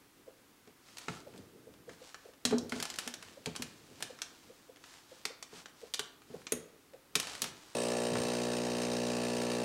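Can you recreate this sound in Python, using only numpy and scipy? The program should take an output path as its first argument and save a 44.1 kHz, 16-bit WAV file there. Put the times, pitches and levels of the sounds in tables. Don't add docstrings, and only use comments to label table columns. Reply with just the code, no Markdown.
import sys
import numpy as np
from scipy import signal
from scipy.fft import rfft, irfft, next_fast_len
from scipy.io import wavfile
from scipy.ndimage import map_coordinates

SR = 44100
rng = np.random.default_rng(int(sys.argv[2]) if len(sys.argv) > 2 else 0)


def materialize(psi):
    bounded = np.clip(np.atleast_2d(psi).T, -1, 1)
    quanta = np.round(bounded * 32767).astype(np.int16)
    wavfile.write(sys.argv[1], SR, quanta)


N = 425124


def amp(db):
    return 10 ** (np.asarray(db) / 20)


def unit(x):
    return x / np.sqrt(np.mean(x ** 2) + 1e-20)


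def fade(t, t60):
    return np.exp(-np.log(1000) * t / t60)


def along(points, hz):
    f, v = np.transpose(points)
    return np.interp(np.log(hz + 1), np.log(f + 1), v)


def wobble(rate):
    return map_coordinates(rng.standard_normal(int(N * rate / SR) + 4), [np.arange(N) * rate / SR])


def coloured(x, *curves, size=8192):
    hz = np.fft.rfftfreq(size, 1 / SR)
    gain_db = sum(curve(hz) if callable(curve) else along(curve, hz) for curve in curves)
    cepstrum = irfft(np.log(amp(gain_db) + 1e-6))
    cepstrum[1:size // 2] *= 2
    cepstrum[size // 2 + 1:] = 0
    return signal.fftconvolve(x, irfft(np.exp(rfft(cepstrum)))[:size // 2])[:len(x)]


def noise(spectrum, length=N):
    return unit(coloured(rng.standard_normal(length), spectrum))


def peaks(resonances, hz):
    return sum(height / (1 + (2 * (hz - centre) / width) ** 2) for centre, width, height in resonances)


def add(track, s, sound):
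    part = track[max(round(s * SR), 0):][:len(sound)]
    part += sound[:len(part)]


# frequency in Hz, spectral level in dB.
AIR_SPECTRUM = [(15, -50), (25, -15.5), (166, -18.5), (242, -15), (277, -3.5), (503, -24), (775, -17),
                (1020, -16), (1130, -17.5), (1230, -14.5), (1330, -17), (2550, -20.5), (16000, -28)]

def air():
    return amp(-64.5) * noise(AIR_SPECTRUM)


# time of the peak in seconds, level in dB, pitch in Hz.
HOLLOW_BLIPS = [(.284, -41, 487), (1.274, -41, 564), (1.676, -46, 479), (1.887, -41, 486),
                (2.02, -47.5, 500), (2.259, -45.5, 477), (2.291, -49, 515), (3.378, -46, 553),
                (4.107, -44, 520), (4.505, -47, 490), (4.699, -46.5, 490), (5.121, -47.5, 540),
                (5.307, -45, 506), (5.836, -41, 467), (6.345, -38.5, 468), (6.945, -44.5, 520)]

def blips():
    out, lead_s = np.zeros(N), .02
    t = np.arange(SR // 8) / SR - lead_s
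    hollow = [(100, -26), (300, -12), (500, -.5), (700, -9), (1100, -26), (4000, -42)]
    for s, db, pitch_hz in HOLLOW_BLIPS:
        glide = 9 * rng.normal()
        pulse = np.exp(-(t / .0056) ** 2) * np.sin(2 * np.pi * pitch_hz * (t + glide * t ** 2))
        rustle = amp(-10.5) * np.exp(-np.abs(t - .004) / .014) * noise(hollow, len(t))
        add(out, s - lead_s, amp(db) * (pulse + rustle))
    return out


BOOM_HZ, BOOM_T60_S, RISE_CYCLES = 243.2, .19, .75
# frequency in Hz, level in dB, t60 in seconds,
# gain in dB per dB of hardness, share of pure tone from 0 to 1.
COUNTER_MODES = [(165, -1.2, 0.31, -1, .1), (425, 0.5, 0.11, 1, 0.45)]
# start in seconds, level in dB, hardness in dB,
# boom in dB relative to the level.
DULL_BLOWS = [(.673, -55.5, 6, -3), (1.084, -39.5, -2.5, -8), (1.336, -47.5, 1, -12),
              (1.385, -52.5, -4.5, -5), (1.895, -53, -2.5, -8), (2.452, -37, 1.5, 9), (2.508, -40, 3, 14.5),
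              (2.524, -31, 9.5, -5), (2.538, -39, 5, 19), (2.574, -41.5, 8, 2), (2.722, -38.5, 4.5, 7),
              (2.757, -40, 0, 8), (3.067, -51.5, 7, 11), (3.465, -34.5, 3, -8), (3.594, -40, 0, 0.5),
              (5.254, -52.5, 8.5, -10), (5.524, -47, 2.5, -14), (5.994, -49.5, 12, -9),
              (6.3, -47.5, 0.5, -1.5), (6.343, -46.5, 2, -4), (6.527, -41, 0, 4.5), (7.155, -37, 3, -10),
              (7.421, -42, 0, -4), (8.116, -40, -5, -10), (8.149, -37, -4, -10), (8.195, -42, -4.5, -10)]

def knocks():
    out, t = np.zeros(N), np.arange(SR // 2) / SR
    swell = lambda hz, t60: fade(t, t60) * (1 - np.exp(-t * hz / RISE_CYCLES))
    sine = lambda hz: np.sqrt(2) * np.sin(2 * np.pi * hz * t)
    for s, db, hard_db, boom_db in DULL_BLOWS:
        blow = amp(boom_db) * swell(BOOM_HZ, BOOM_T60_S) * sine(BOOM_HZ)
        for hz, mode_db, t60, follows, tonal in COUNTER_MODES:
            spectrum = [(25, -33), (60, -13), (100, -7), (.7 * hz, -6), (hz, 3), (1.4 * hz, -6),
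                        (2 * hz, -9), (6 * hz, -28), (16000, -62)]
            thump = np.sqrt(tonal) * sine(hz) + np.sqrt(1 - tonal) * noise(spectrum, len(t))
            blow += amp(mode_db + follows * hard_db) * swell(hz, t60) * thump
        add(out, s, amp(db - 3.5) * blow)
    return out


def crack(t, snap_t60, chatter_db, chatter_t60):
    attack = 1 - np.exp(-t / .0003)
    decay = fade(t, snap_t60) + amp(chatter_db) * fade(t, chatter_t60)
    return attack * decay * np.sqrt(3) * rng.uniform(-1.094, 1, len(t))


def ring(modes, t, scatter_db):
    return sum(rng.choice([-1, 1]) * amp(db + scatter_db * rng.normal())
               * fade(t, t60) * np.sin(2 * np.pi * hz * t) for hz, db, t60 in modes)


HANDS_FROM_S, HANDS_TO_S = .85, 7.0
TICKS_PER_S, TICK_DB, TICK_SPREAD_DB, TICK_BODY_DB, TICK_SPARKLE_DB = 3, -53.5, 4, -6.5, -17
# frequency in Hz, level in dB, t60 in seconds.
BASKET_MODES = [(1600, -7, .07), (2250, -6, .08), (3100, -6, .06), (3980, 0, .06), (4380, -3, .07),
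                (5000, -2, .06), (5600, -5, .07), (6550, -8, .08), (7960, -8, .08), (8600, -8, .08),
                (9400, -7, .08)]
# start in seconds, level in dB, relative body (lows and mids) in dB,
# relative sparkle (top treble) in dB.
STEEL_CONTACTS = [(0.6746, -51, -13, -25), (0.9707, -37, -17, -19), (0.9831, -35, -18.5, -11),
                  (1.083, -32.5, -2, -30), (1.3768, -46.5, -20, -14), (1.8934, -46, -4, -28),
                  (2.1442, -39, -9, -23), (2.4519, -14, -24, -20.5), (2.473, -36, -8, -24),
                  (2.5093, -33.5, -8, -19), (2.5827, -26.5, -37, -24), (2.695, -35, -24, -15),
                  (2.7212, -33, -2, -19), (2.801, -28.5, -15, -15), (2.826, -22.5, -15.5, -14),
                  (2.8534, -30, -15, -17), (2.9011, -28.5, -17, -17), (2.9398, -34.5, -16, -22),
                  (2.9594, -36.5, -19, -15), (2.9867, -24, -17, -11.5), (3.0758, -27.5, -14, -12),
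                  (3.1395, -30, -18, -18), (3.2261, -40, -7.5, -14), (3.459, -26, -17, -19.5),
                  (3.5528, -41, -8, -15), (3.5618, -27, -21, -19), (3.6217, -25.5, -17.5, -13.5),
                  (4.0055, -45, -3, -7), (4.0246, -22.5, -19.5, -17), (4.1886, -46, -6, -16),
                  (4.2182, -24.5, -18, -18), (4.8393, -45.5, -8, -22), (5.253, -21.5, -16.5, -19.5),
                  (5.4262, -31.5, -19.5, -20), (5.658, -39, -11, -25), (5.938, -24, -21.5, -15),
                  (5.943, -23, -22, -22), (5.9933, -21.5, -16.5, -18), (6.4679, -31, -12.5, -42),
                  (7.154, -14.5, -19.5, -15.5), (7.1992, -21, -19.5, -13.5), (7.2291, -34, -11.5, -15),
                  (7.2704, -32, -11.5, -20), (7.3512, -36, -11, -16), (7.419, -18.5, -24.5, -11),
                  (7.4414, -28, -10.5, -13), (8.155, -35.5, -2, -21)]

def clicks():
    out, t = np.zeros(N), np.arange(SR // 3) / SR
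    span_s = HANDS_TO_S - HANDS_FROM_S
    ticks = [(HANDS_FROM_S + span_s * when, TICK_DB + TICK_SPREAD_DB * (size - .5),
              TICK_BODY_DB, TICK_SPARKLE_DB)
             for when, size in rng.random((round(TICKS_PER_S * span_s), 2))]
    for s, db, body, sparkle in STEEL_CONTACTS + ticks:
        colour = [(40, body - 12), (120, body + 1.5), (400, body + 12.5), (1800, body + 16.5),
                  (4200, 1.95), (7500, -2.2), (11000, sparkle + 7.5), (16000, sparkle - 9)]
        grip = 1 + .023 * rng.normal()
        heavy = np.clip((db + 21) / 7, 0, 1)
        snap = crack(t, snap_t60=.0091, chatter_db=-5.5 + 6.8 * heavy, chatter_t60=.053)
        hit = amp(-4 * heavy) * snap + amp(-33) * ring(BASKET_MODES, grip * t, scatter_db=3)
        add(out, s, amp(db - .5) * coloured(hit, colour))
    return out


# frequency in Hz, spectral level in dB.
GRIT_SPECTRUM = [(300, -9), (800, 0.5), (2000, -2.5), (4500, -1.5), (8000, -6.5), (11000, -16),
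                 (16000, -33)]
# middle in seconds, level in dB, Gaussian half width in seconds.
SLIDES = [(.91, -60.5, 0.047), (1.02, -55.5, 0.041), (1.13, -54, 0.061), (1.361, -66, 0.086),
          (1.927, -61, .03), (2.068, -58, .061), (2.252, -64.5, 0.055), (2.771, -48.5, 0.04),
          (2.881, -54.5, 0.067), (3.04, -50.5, .056), (3.27, -58.5, 0.073), (3.68, -62.5, 0.28),
          (4.059, -59, 0.094), (4.381, -63.5, 0.25), (4.92, -57, .07), (5.151, -60, 0.078),
          (5.574, -52.5, 0.041), (5.84, -61, 0.065), (6.365, -63, .08), (7.311, -47, 0.07),
          (7.458, -48, 0.034), (7.619, -59, 0.16)]

def scrapes():
    out, t = np.zeros(N), np.arange(SR * 3 // 4) / SR
    middle, grains_per_s = t.mean(), 900
    tilt = [(1000, -.5), (8000, .5)]
    for s, db, half_s in SLIDES:
        grains = (rng.random(len(t)) < grains_per_s / SR) * rng.standard_normal(len(t))
        grains *= amp(3.5 * rng.exponential(size=len(t)).clip(0, 3))
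        grit = rng.standard_normal(len(t)) + .7 * unit(grains)
        swell = np.exp(-((t - middle) / half_s) ** 2 / 2)
        add(out, s - middle, amp(db) * swell * unit(coloured(grit, GRIT_SPECTRUM, tilt)))
    return out


PRESS_ATTACK_S, PRESS_RELEASE_S, REST_DB = .028, .06, -70
# frequency in Hz, spectral level in dB.
RUMBLE_SPECTRUM = [(25, -43), (60, -7), (110, -1.5), (170, -1.5), (270, 0), (450, -1.5), (800, -17.5),
                   (2000, -41)]
# start in seconds, length in seconds, level in dB.
HAND_PRESSES = [(1.15, 0.32, -60), (1.535, .35, -62), (2.578, 0.19, -51), (2.903, 1.24, -63),
                (7.247, 0.33, -62.5)]

def pressing():
    t = np.arange(N) / SR
    force = sum(amp(db) * np.clip((t - s) / PRESS_ATTACK_S, 0, 1)
                * np.exp(-np.maximum(t - s - length, 0) / PRESS_RELEASE_S)
                for s, length, db in HAND_PRESSES)
    return np.hypot(force, amp(REST_DB)) * amp(2.4 * wobble(25)) * noise(RUMBLE_SPECTRUM)


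SEAT_S, SEAT_DB = 6.5217, -27.5
# frequency in Hz, level in dB, t60 in seconds.
SEATED_MODES = [(436, 3.5, 0.043), (476, -13, 0.11), (2256, -21, .05), (3290, -14, .05), (6640, -1, 0.024),
                (6700, -28, .15), (9211, 1, 0.026), (9450, -26, .12), (10840, -1.5, .022)]

def clank():
    out, t = np.zeros(N), np.arange(SR // 3) / SR
    colour = [(150, -2), (500, 6), (900, -3), (1700, 3.5), (5000, -1), (9500, 2),
              (13000, -4), (16000, -15)]
    snap = coloured(crack(t, snap_t60=.019, chatter_db=-4.5, chatter_t60=.059), colour)
    hit = ring(SEATED_MODES, t, scatter_db=1.5) + amp(-.5) * snap
    radiation = [(40, -36), (130, -14), (300, 0)]
    add(out, SEAT_S, amp(SEAT_DB) * coloured(hit, radiation))
    return out


PUMP_START_S, MAINS_HZ = 7.7495, 60.03
FREE_DB, LOADED_DB, PRESSURE_S = 2.5, -1.5, .58

def pump_brightness(t):
    return LOADED_DB + (FREE_DB - LOADED_DB) * np.exp(-(np.maximum(t, 0) / PRESSURE_S) ** 2)


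def running(x):
    return x / np.std(x[round(PUMP_START_S * SR):])


# centre in Hz, width in Hz, group delay in seconds.
CASING_DELAYS = [(230, 110, .013), (420, 130, .0095), (630, 60, .005)]
# multiple of the mains frequency, level in dB.
STROKE_HARMONICS = [(1, -24), (2, -11), (3, -7), (4, 0), (5, -7), (6, -5), (7, -3), (8, -1), (9, -3),
                    (10, -3), (11, -8), (12, -10), (13, -13), (14, -15), (15, -15), (16, -15), (17, -20),
                    (18, -19), (19, -17), (20, -18)]

def casing_hum():
    t = np.arange(N) / SR - PUMP_START_S
    order, levels_db = np.transpose(STROKE_HARMONICS)
    harmonics_hz = order * MAINS_HZ
    lags = np.cumsum(.002 + peaks(CASING_DELAYS, harmonics_hz)) * MAINS_HZ
    lags += (harmonics_hz > 750) * rng.random(len(order))
    bright_db, hum = pump_brightness(t), np.zeros(N)
    for hz, db, lag in zip(harmonics_hz, levels_db, lags):
        follows = along([(240, -.66), (330, -.15), (430, .28), (600, .97), (900, .61)], hz)
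        flutter_db = along([(500, 0), (800, 1.2), (1200, 2.5)], hz)
        level_db = db + follows * bright_db + .53 * wobble(4) + flutter_db * wobble(22)
        hum += amp(level_db) * np.sin(2 * np.pi * (hz * t - lag))
    return amp(-35) * running(hum * np.clip(t / .003, 0, 1))


RATTLE_DB, RATTLE_FOLLOWS = -42.5, .3
# frequency in Hz, spectral level in dB.
RATTLE_SPECTRUM = [(60, -24), (150, -11), (450, -1), (800, -1), (1300, -4), (2500, -2.5), (5000, -2),
                   (7200, -6), (9000, -8.5), (10500, -16), (13000, -21.5), (16000, -30)]
# centre in Hz, width in Hz, gain in dB.
PANEL_RESONANCES = [(1693, 150, 5), (2156, 170, -4.5), (2540, 190, 2), (3400, 410, -8), (3800, 190, 3),
                    (4600, 89, 1), (8630, 400, 6)]

def panel_rattle():
    bright_db = pump_brightness(np.arange(N) / SR - PUMP_START_S)
    stroke_s = np.arange(PUMP_START_S, N / SR, 1 / MAINS_HZ)
    at = np.minimum(np.round(stroke_s * SR).astype(int), N - 1)
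    strokes = lambda scatter_db: np.bincount(at, amp(scatter_db * rng.standard_normal(len(at))), N)
    t = np.arange(SR // 25) / SR
    burst = (1 - np.exp(-t / .0024)) * fade(t, .041)
    repeated = running(signal.fftconvolve(strokes(.3), burst * rng.standard_normal(len(t)))[:N])
    chatter = running(signal.fftconvolve(strokes(1.35), burst)[:N] * rng.standard_normal(N))
    panels = lambda hz: along(RATTLE_SPECTRUM, hz) + peaks(PANEL_RESONANCES, hz)
    repeat_colour = [(800, -18), (1400, -.7), (2600, -2.3), (5000, -15), (10000, -14)]
    chatter_colour = [(500, 4), (1100, -3), (2600, 0), (5000, 0), (10000, -1)]
    buzz = running(coloured(repeated, panels, repeat_colour) + coloured(chatter, panels, chatter_colour))
    edge_band = [(7000, -30.5), (8050, 8), (8300, 3), (8600, 3), (9000, -10), (9550, -6), (10500, -28.5)]
    edge = amp(-14 + 2.5 * bright_db + 2 * wobble(14)) * running(coloured(chatter, edge_band))
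    return amp(RATTLE_DB + RATTLE_FOLLOWS * bright_db) * running(buzz + edge)


# frequency in Hz, t60 in seconds.
ROOM_DECAY = [(100, 0.49), (245, 0.28), (600, 0.72), (2500, 0.45), (6000, 0.35), (10000, 0.25),
              (16000, 0.17)]

def kitchen(x):
    hz, t, spectra = signal.stft(rng.standard_normal(SR * 2 // 3), SR, nperseg=256)
    envelope = fade(t, along(ROOM_DECAY, hz)[:, None]) * (1 - np.exp(-t / .0015))
    tail = signal.istft(spectra * envelope, SR, nperseg=256)[1]
    return signal.fftconvolve(x, tail / np.linalg.norm(tail))[:N]


def scene():
    hum, rattle = casing_hum(), panel_rattle()
    steel, dull = clicks() + clank(), knocks() + blips()
    room = kitchen(amp(-9) * steel + amp(-13.5) * dull + amp(-8) * rattle)
    mono = steel + dull + hum + rattle + room + scrapes() + pressing() + air()
    return np.array([mono, mono])


def record(dry, top_hz=15800):
    size = next_fast_len(N + SR // 2)
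    passband = np.fft.rfftfreq(size, 1 / SR) < top_hz
    return irfft(rfft(dry, size) * passband, size)[:, :N]


dry = scene()
out = record(dry)
materialize(out)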